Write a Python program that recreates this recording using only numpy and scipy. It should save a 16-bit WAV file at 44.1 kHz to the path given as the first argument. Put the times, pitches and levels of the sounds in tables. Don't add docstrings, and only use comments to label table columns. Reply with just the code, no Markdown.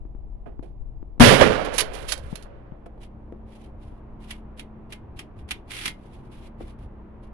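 import sys
import numpy as np
from scipy import signal
from scipy.fft import rfft, irfft, next_fast_len
from scipy.io import wavfile

SR = 44100
rng = np.random.default_rng(int(sys.argv[2]) if len(sys.argv) > 2 else 0)


def wav_out(sig):
    wavfile.write(sys.argv[1], SR, np.round(np.clip(np.atleast_2d(sig).T, -1, 1) * 32767).astype(np.int16))


N = 323253
TIME = np.arange(N) / SR
SHOT_S = 1.204

# t/s, level/dB, t60/s, level of the jolted gear/dB
KNOCKS = [(.459, -38, .24, -75), (.625, -44, .22, -61), (2.8585, -32.5, 0.047, -52.5),
          (2.977, -42, .03, -70), (3.3232, -28, 0.011, -55), (6.603, -39, 0.11, -64)]
# f/Hz, relative density/dB
TIMBER = [(60, -22), (200, -1), (480, 1.5), (800, -8.5), (1400, -15), (3000, -30.5), (8000, -71)]


def amp(db):
    return 10 ** (np.asarray(db) / 20)


def evened(x):
    return x / np.sqrt(np.mean(x ** 2) + 1e-20)


def read(points, hz):
    f, value = np.transpose(points)
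    return np.interp(np.log(hz + 1), np.log(f + 1), value)


def curve(rows, t=TIME):
    return np.interp(t, *np.transpose(rows))


def add(mix, s, sound):
    part = mix[..., round(s * SR):][..., :sound.shape[-1]]
    part += sound[..., :part.shape[-1]]


def colour(x, points):
    size = 4096
    log_gain = np.log(amp(read(points, abs(np.fft.fftfreq(size, 1 / SR)))))
    taps = np.fft.ifft(np.exp(np.conj(signal.hilbert(log_gain)))).real
    taps = taps.reshape((1,) * (x.ndim - 1) + (-1,))
    return signal.oaconvolve(x, taps, axes=-1)[..., :x.shape[-1]]


def body(x, points):
    power = np.mean(amp(read(points, np.linspace(0, SR / 2, 4096))) ** 2)
    return colour(x, points) / np.sqrt(power)


def ringing(x, modes):
    t = np.arange(SR) / SR
    ring = sum(amp(db - 60 * t / t60) * np.sin(2 * np.pi * hz * t) for hz, db, t60 in modes)
    return signal.fftconvolve(x, ring[None] / np.linalg.norm(ring), axes=1)[:, :N]


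def grit(shape, spread_db):
    size_db = spread_db * np.clip(rng.standard_normal(shape), -2, 2)
    return evened(rng.standard_normal(shape) * amp(size_db))


def drift(rate_hz):
    knots = rng.standard_normal(2048)
    return evened(np.interp(TIME * rate_hz, np.arange(len(knots)), knots))


def swell(start, end):
    return np.sin(np.pi * np.clip((TIME - start) / (end - start), 0, 1))


def during(start, end, edge_s):
    return (np.tanh((TIME - start) / edge_s) - np.tanh((TIME - end) / edge_s)) / 2


def shock(width_s):
    u = np.arange(SR // 20) / SR / width_s
    return (1 - u) * np.exp(-u)


def blast():
    # f/Hz, relative density/dB
    blast_spectrum = [(20, -5.5), (60, -6), (130, 1.5), (220, 0), (330, -2.5), (520, 0.5), (850, -8),
                      (1500, -5.5), (3000, -8), (5000, -15), (8000, -22.5), (15000, -29)]
    # f/Hz, factor on t60
    linger = [(60, .8), (200, 0.76), (550, 1.667), (2500, 0.99), (10000, 0.67)]
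    # t/s, level/dB, build-up/s, t60 before linger/s
    washes = [(1.199, -4.5, 0.022, 0.83), (1.396, -11, .025, 0.58), (1.41, -22, 0.16, 1.746)]
    # t/s, level/dB, treble loss/(dB/kHz)
    echoes = [(1.314, -2, 6), (1.409, 0, 1.03), (1.45, -7, 16), (1.497, -6, 7)]
    bank_s, air_loss_db_per_khz_s = 1.414, 6
    echo_build_s, echo_t60_s = .006, .105
    surge_db, surges_per_s, surge_below_hz = 2.5, 50, 700

    t, out = np.arange(0, 2.6, 1 / SR) + 1.15, np.zeros((2, N))
    size = next_fast_len(len(t))
    hz, centres = np.fft.rfftfreq(size, 1 / SR), np.geomspace(50, 14000, 10)
    field = rfft(body(grit((2, size), spread_db=5), blast_spectrum))
    paths = [(s, db, build, t60, air_loss_db_per_khz_s * (s - SHOT_S)) for s, db, build, t60 in washes]
    paths += [(s, db, echo_build_s, echo_t60_s, loss) for s, db, loss in echoes]
    s, db, build, t60, loss = np.transpose(paths)[:, :, None]
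    age = np.maximum(t[::16] - s, 0)
    for centre, pick in zip(centres, np.eye(len(centres))):
        band = irfft(field * read(np.c_[centres, pick], hz), size)[:, :len(t)]
        surge = surge_db * (drift(surges_per_s)[:len(t)] - .4)
        band = band * amp(surge / (1 + (centre / surge_below_hz) ** 2))
        fall_db = 60 * age / (t60 * read(linger, centre)) + loss * centre / 1000
        path_levels = amp(db - fall_db) * (1 - np.exp(-age / build))
        envelope = np.linalg.norm(path_levels, axis=0)
        add(out, t[0], band * np.interp(t, t[::16], envelope))
    add(out, SHOT_S - .005, amp(-6.5) * shock(width_s=0.00094))
    slap_response = [(100, -7), (450, -2), (590, 20), (750, -5), (1500, 3.5), (3500, -3.5), (9000, -21.5)]
    slap = colour(np.pad(shock(width_s=0.0006), (0, 2048)), slap_response)
    add(out, bank_s, amp(2.5) * slap)
    return out * amp(1.0 * drift(rate_hz=45))


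def boom():
    # f/Hz, left level/dB, right level/dB, t60/s
    boom_modes = [(239.3, 9, -18.5, 0.13), (410, 3, -20.5, .05), (50.6, 4.5, -16.5, 0.069),
                  (162, 2, -20, .11), (132.3, -17, -14.5, .7), (225, -23, -13.5, .45)]
    t, out = np.arange(SR) / SR, np.zeros((2, N))
    for hz, left_db, right_db, t60 in boom_modes:
        ring = np.sin(2 * np.pi * hz * t) * 1000 ** (-t / t60)
        add(out, SHOT_S, amp([[left_db], [right_db]]) * ring)
    crack_spectrum = [(100, 0.5), (700, 0), (2000, -14.5), (6000, -28.5), (14000, -45)]
    crack = body(grit(SR, spread_db=6), crack_spectrum)
    add(out[0], SHOT_S, amp(2) * crack * np.exp(-t / .016))
    return out


def hits(rows):
    t, out = np.arange(SR // 3) / SR, np.zeros((2, N))
    for s, db, t60 in rows:
        envelope = 1000 ** (-t / t60) * (1 - np.exp(-t / 0.0015))
        add(out, s, amp(db) * grit((2, len(t)), spread_db=2.5) * envelope)
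    return out * amp(2 * drift(rate_hz=250))


def grains(level):
    noise = grit((2, N), spread_db=5.5)
    return noise * level * amp(2.0 * drift(rate_hz=110))


def pump_action():
    # stop t/s, stop level/dB, slide length/s, slide level/dB, rattle length/s
    strokes = [(1.7802, -9.5, .04, -33.5, .03), (2.1201, -14.5, .035, -30, .005)]
    # t/s, level/dB
    ticks = [(1.648, -34), (1.9336, -37), (1.9493, -34.5), (2.0852, -30), (2.176, -41), (2.3545, -35.5),
             (2.4235, -43.5)]
    rebound_s, rebound_db, stop_t60_s, tick_t60_s = .0115, -1.5, .055, 0.064
    stops = []
    for s, db, _, _, rattle in strokes:
        for k in range(1 + int(rattle / rebound_s)):
            stops.append((s + k * rebound_s, db + k * rebound_db, stop_t60_s))
    slides = sum(amp(db) * during(s - length, s, edge_s=.008) for s, _, length, db, _ in strokes)
    return hits(stops + [(s, db, tick_t60_s) for s, db in ticks]) + grains(slides)


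def bench_gear():
    # t/s, level/dB, t60/s
    clicks = [(3.0302, -49.5, 0.09), (4.3054, -29.5, 0.063), (4.5939, -34, 0.055), (4.923, -34.5, 0.066),
              (5.1902, -31.5, 0.051), (5.388, -59, .1), (5.5075, -20, 0.049), (5.8554, -19, 0.052),
              (5.877, -25.5, .07)]
    # start t/s, end t/s, level/dB
    rustle_rows = [(1.886, 2.134, -49), (2.162, 2.502, -61), (2.998, 3.06, -62), (3.45, 3.723, -63.5),
                   (3.76, 4.014, -71), (4.189, 4.417, -63), (5.905, 6.356, -69.5), (6.299, 6.5, -58.5),
                   (6.576, 6.75, -60.5), (6.78, 6.868, -70), (7.21, 7.289, -69)]
    pre_lead_s, pre_db, pre_t60_s = .02, -21, 0.034
    halo_lead_s, halo_trail_s = 0.031, 0.047
    halo_db, halo_follow = -38, 0.52
    drag_start_s, drag_end_s, drag_db, drag_edge_s = 5.708, 5.87, -42, 0.02
    catches_per_s, catch_db, catch_spread_db, catch_t60_s = 42, -30, 4, .036
    flutter_db, flutters_per_s = 3, 34

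    pre_clicks = [(s - pre_lead_s, db + pre_db, pre_t60_s) for s, db, _ in clicks]
    jolts = [(s, jolt_db, t60) for s, _, t60, jolt_db in KNOCKS]
    halos = sum(amp(halo_db + halo_follow * db) * swell(s - halo_lead_s, s + halo_trail_s)
                for s, db, _ in clicks)
    period_s = 1 / catches_per_s
    starts = np.arange(drag_start_s, drag_end_s - period_s, period_s)
    catches = [(s + .5 * late * period_s, catch_db + catch_spread_db * (2 * force - 1), catch_t60_s)
               for s, (late, force) in zip(starts, rng.random(size=(32, 2)))]
    drag = amp(drag_db) * during(drag_start_s, drag_end_s, drag_edge_s)
    rustles = sum(amp(db) * swell(start, end) for start, end, db in rustle_rows)
    rustles = rustles * amp(flutter_db * drift(flutters_per_s))
    return hits(clicks + pre_clicks + catches + jolts) + grains(halos + drag + rustles)


def handling():
    # f/Hz, relative density/dB
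    steel_spectrum = [(100, -27.5), (400, -14), (1000, -4), (1800, -1), (3200, 0), (4500, -1), (6000, -3.5),
                      (8000, -9), (11000, -7.5), (13000, -16.5), (15500, -18.5)]
    # f/Hz, relative level/dB, t60/s
    steel_modes = [(2750, -8.5, 0.2), (3180, 4, 0.13), (3330, -8, 0.11), (4250, -7, 0.18),
                   (4560, -1, 0.0704), (5540, -11, 0.061), (7160, -8, 0.085), (7892, -7, 0.07)]
    # f/Hz, relative density/dB
    gear_spectrum = [(150, -34), (600, -9.5), (1400, -5.5), (2200, 1.5), (3200, 2), (4500, -5), (7000, -12),
                     (9000, -11), (11500, -14.5), (13000, -15), (15500, -20)]
    # f/Hz, relative level/dB, t60/s
    gear_modes = [(2120, 3.5, 0.14), (2480, 8, 0.036), (2870, 7.5, 0.028), (3575, -14, 0.042),
                  (5450, -24, 0.049), (7800, -12, .04)]
    # f/Hz, relative level/dB, t60/s
    board_modes = [(355, 2.5, 0.094), (494, -0.5, 0.086), (551, -5, 0.077), (682, 3.5, .07)]
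    pump, gear, knocks = pump_action(), bench_gear(), hits([row[:3] for row in KNOCKS])
    steel = body(pump, steel_spectrum) + amp(-13.5) * ringing(pump, steel_modes)
    bench = body(gear, gear_spectrum) + amp(-14) * ringing(gear, gear_modes)
    timber = amp(-3.5) * body(knocks, TIMBER) + amp(-6.5) * ringing(knocks, board_modes)
    timber += amp(-19) * body(gear, TIMBER)
    return steel + bench + timber


def shelter(x):
    t = np.arange(SR // 3) / SR
    tail = grit((2, len(t)), spread_db=4.5) * np.exp(-t / 0.024) * (t > .004)
    tail = colour(tail / np.linalg.norm(tail[0]), [(300, -5.5), (3000, -12.5), (12000, -20)])
    return x + signal.oaconvolve(x, tail, axes=1)[:, :N]


def bumps():
    # t/s, swing level before damping/dB, f/Hz
    bump_rows = [(.053, -28, 300), (.15, -27, 249), (0.5938, -18, 271), (1.028, -24, 288), (1.18, -29, 252),
                 (2.3283, -13, 175), (2.721, -20.5, 168), (3.924, -27, 250)]
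    t, out = np.arange(SR // 10) / SR, np.zeros((2, N))
    for s, db, hz in bump_rows:
        swing = np.sin(2 * np.pi * hz * t) * np.exp(-hz * t / .7)
        tick = 0.11 * np.sin(2 * np.pi * 800 * t) * np.exp(-t / 0.0024)
        add(out[0], s, amp(db) * (swing + tick) * (1 - np.exp(-t / .00014)))
    return out


def cover(t):
    lift_s, lift_fade_s = 2.1, 0.31
    return np.exp(-np.maximum(t - lift_s, 0) / lift_fade_s)


def rumble():
    # t/s, level/dB
    sways = [(2.25, -40), (3.88, -44.5), (5.1, -45), (5.44, -41), (6.63, -41), (6.85, -40.5)]
    sway_s = .08
    sway = sum(amp(db) * np.exp(-((TIME - s) / sway_s) ** 2) for s, db in sways)
    sway_response = [(25, -10), (55, -2.5), (100, -5.5), (170, -21.5), (500, -58), (3000, -110)]
    out = np.tile(sway * evened(colour(rng.standard_normal(N), sway_response)), (2, 1))
    hand_response = [(20, 2.5), (60, -8.5), (150, -23.5), (600, -60), (3000, -100)]
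    hand = evened(colour(rng.standard_normal(N), hand_response))
    add(out[0], 0, amp(-36.5) * cover(TIME) * hand)
    return out


def ports(x):
    # f/Hz, gain/dB
    left_port = [(100, 0), (400, 1.5), (1200, -0.5), (3000, -2.5), (6000, -9), (10000, -17), (15000, -5.5)]
    # f/Hz, gain/dB
    muffle = [(60, 2.5), (150, -1), (300, -9.5), (600, -21), (1200, -21.5), (3000, -23), (6000, -26),
              (11000, -27)]
    left, right = colour(x, [(7500, 3), (9000, 4.5), (10200, 12.5), (11500, 2.5), (13000, -5)])
    hz, t, z = signal.stft(colour(left, left_port), SR, nperseg=512)
    z = z * amp(read(muffle, hz)[:, None] * cover(t))
    return np.array([signal.istft(z, SR, nperseg=512)[1][:N], right])


def turned(t):
    start_s, end_s, facing_before, facing_after = 1.2, 4.3, .04, .93
    return np.interp(t, [start_s, end_s], [facing_before, facing_after])


def van():
    # t/s, firing rate/Hz
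    idle = [(2.6, 31.07), (3.26, 31.52), (5.13, 30.96), (5.73, 28.7), (6.04, 32.76), (6.33, 32.9),
            (7.33, 30.63)]
    # multiple of firing rate, level/dB
    orders = [(1, -45), (2, -49.5), (3, -62), (4, -56), (5, -64), (6, -54), (7, -46.5), (10, -61.5)]
    # f/Hz, gain/dB
    shade = [(30, -4.5), (60, -2.5), (130, -2.5), (220, -7.5), (350, -2.5), (750, -2), (1500, -13.5),
             (4000, -5.5), (9000, 1)]
    # f/Hz, relative density/dB
    air = [(20, -2), (60, -2.5), (120, -6), (200, -12), (320, -10), (480, -17), (1000, -19.5), (1500, -29),
           (2500, -38), (4500, -56), (8000, -68), (15000, -76)]
    # f/Hz, correlation
    same_points = [(60, 0.83), (180, 0.9), (550, 0.55), (1650, 0.28), (4970, -0.025), (15000, -0.01)]
    air_db, sag_db_per_hz = -49.5, 2.5
    drone_hz, drone_db, drone_end_s, drone_fade_s = 42.4, -44, 2.35, .08

    rate_hz, start_hz = curve(idle), idle[0][1]
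    turns = np.cumsum(rate_hz) / SR
    facing = turned(TIME)
    hum = np.zeros(N)
    for k, db in orders:
        order_db = db + 2.8 * drift(rate_hz=4.4) + (2 - facing) * read(shade, k * start_hz)
        hum += amp(order_db) * np.sin(2 * np.pi * (k * turns + rng.random()))
    hum *= amp(sag_db_per_hz * np.minimum(rate_hz - start_hz, 0))
    drone = amp(drone_db + 1.5 * drift(rate_hz=3.2)) * np.sin(2 * np.pi * drone_hz * TIME)
    hum += drone * during(-1, drone_end_s, drone_fade_s)

    hz, t, (a, b) = signal.stft(rng.standard_normal((2, N)), SR, nperseg=2048)
    same = np.clip(read(same_points, hz), -1, 1)[:, None]
    gust_db = 1.7 * np.interp(t, TIME, drift(rate_hz=8.7)) / (1 + (hz[:, None] / 130) ** 2)
    level_db = read(air, hz)[:, None] + gust_db + read(shade, hz)[:, None] * (1 - turned(t))
    z = np.array([a, same * a + np.sqrt(1 - same ** 2) * b]) * amp(level_db)
    bed = evened(signal.istft(z, SR, nperseg=2048)[1][:, :N])
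    return hum + amp(air_db) * bed


def scene():
    # f/Hz, relative level/dB, t60/s
    roof_modes = [(439.5, -4, 0.99), (578, -1.5, 0.64), (1006, -6, .6), (1154, -2, .45), (1288, -4.5, 0.65),
                  (1343, -8.5, 0.73)]
    shot = blast()
    roof = amp(-32.0) * ringing(shot, roof_modes)
    airborne = shot + roof + shelter(handling()) + van()
    return ports(airborne) + boom() + bumps() + rumble()


def record(dry):
    edge_hz = 15650
    noisy = dry + amp(-96) * rng.standard_normal(dry.shape)
    clipped = noisy / (1 + noisy ** 8) ** (1 / 8)
    lowpass = signal.firwin(255, edge_hz, window=("kaiser", 8), fs=SR)
    return signal.oaconvolve(clipped, lowpass[None], "same")


dry = scene()
out = record(dry)
wav_out(out)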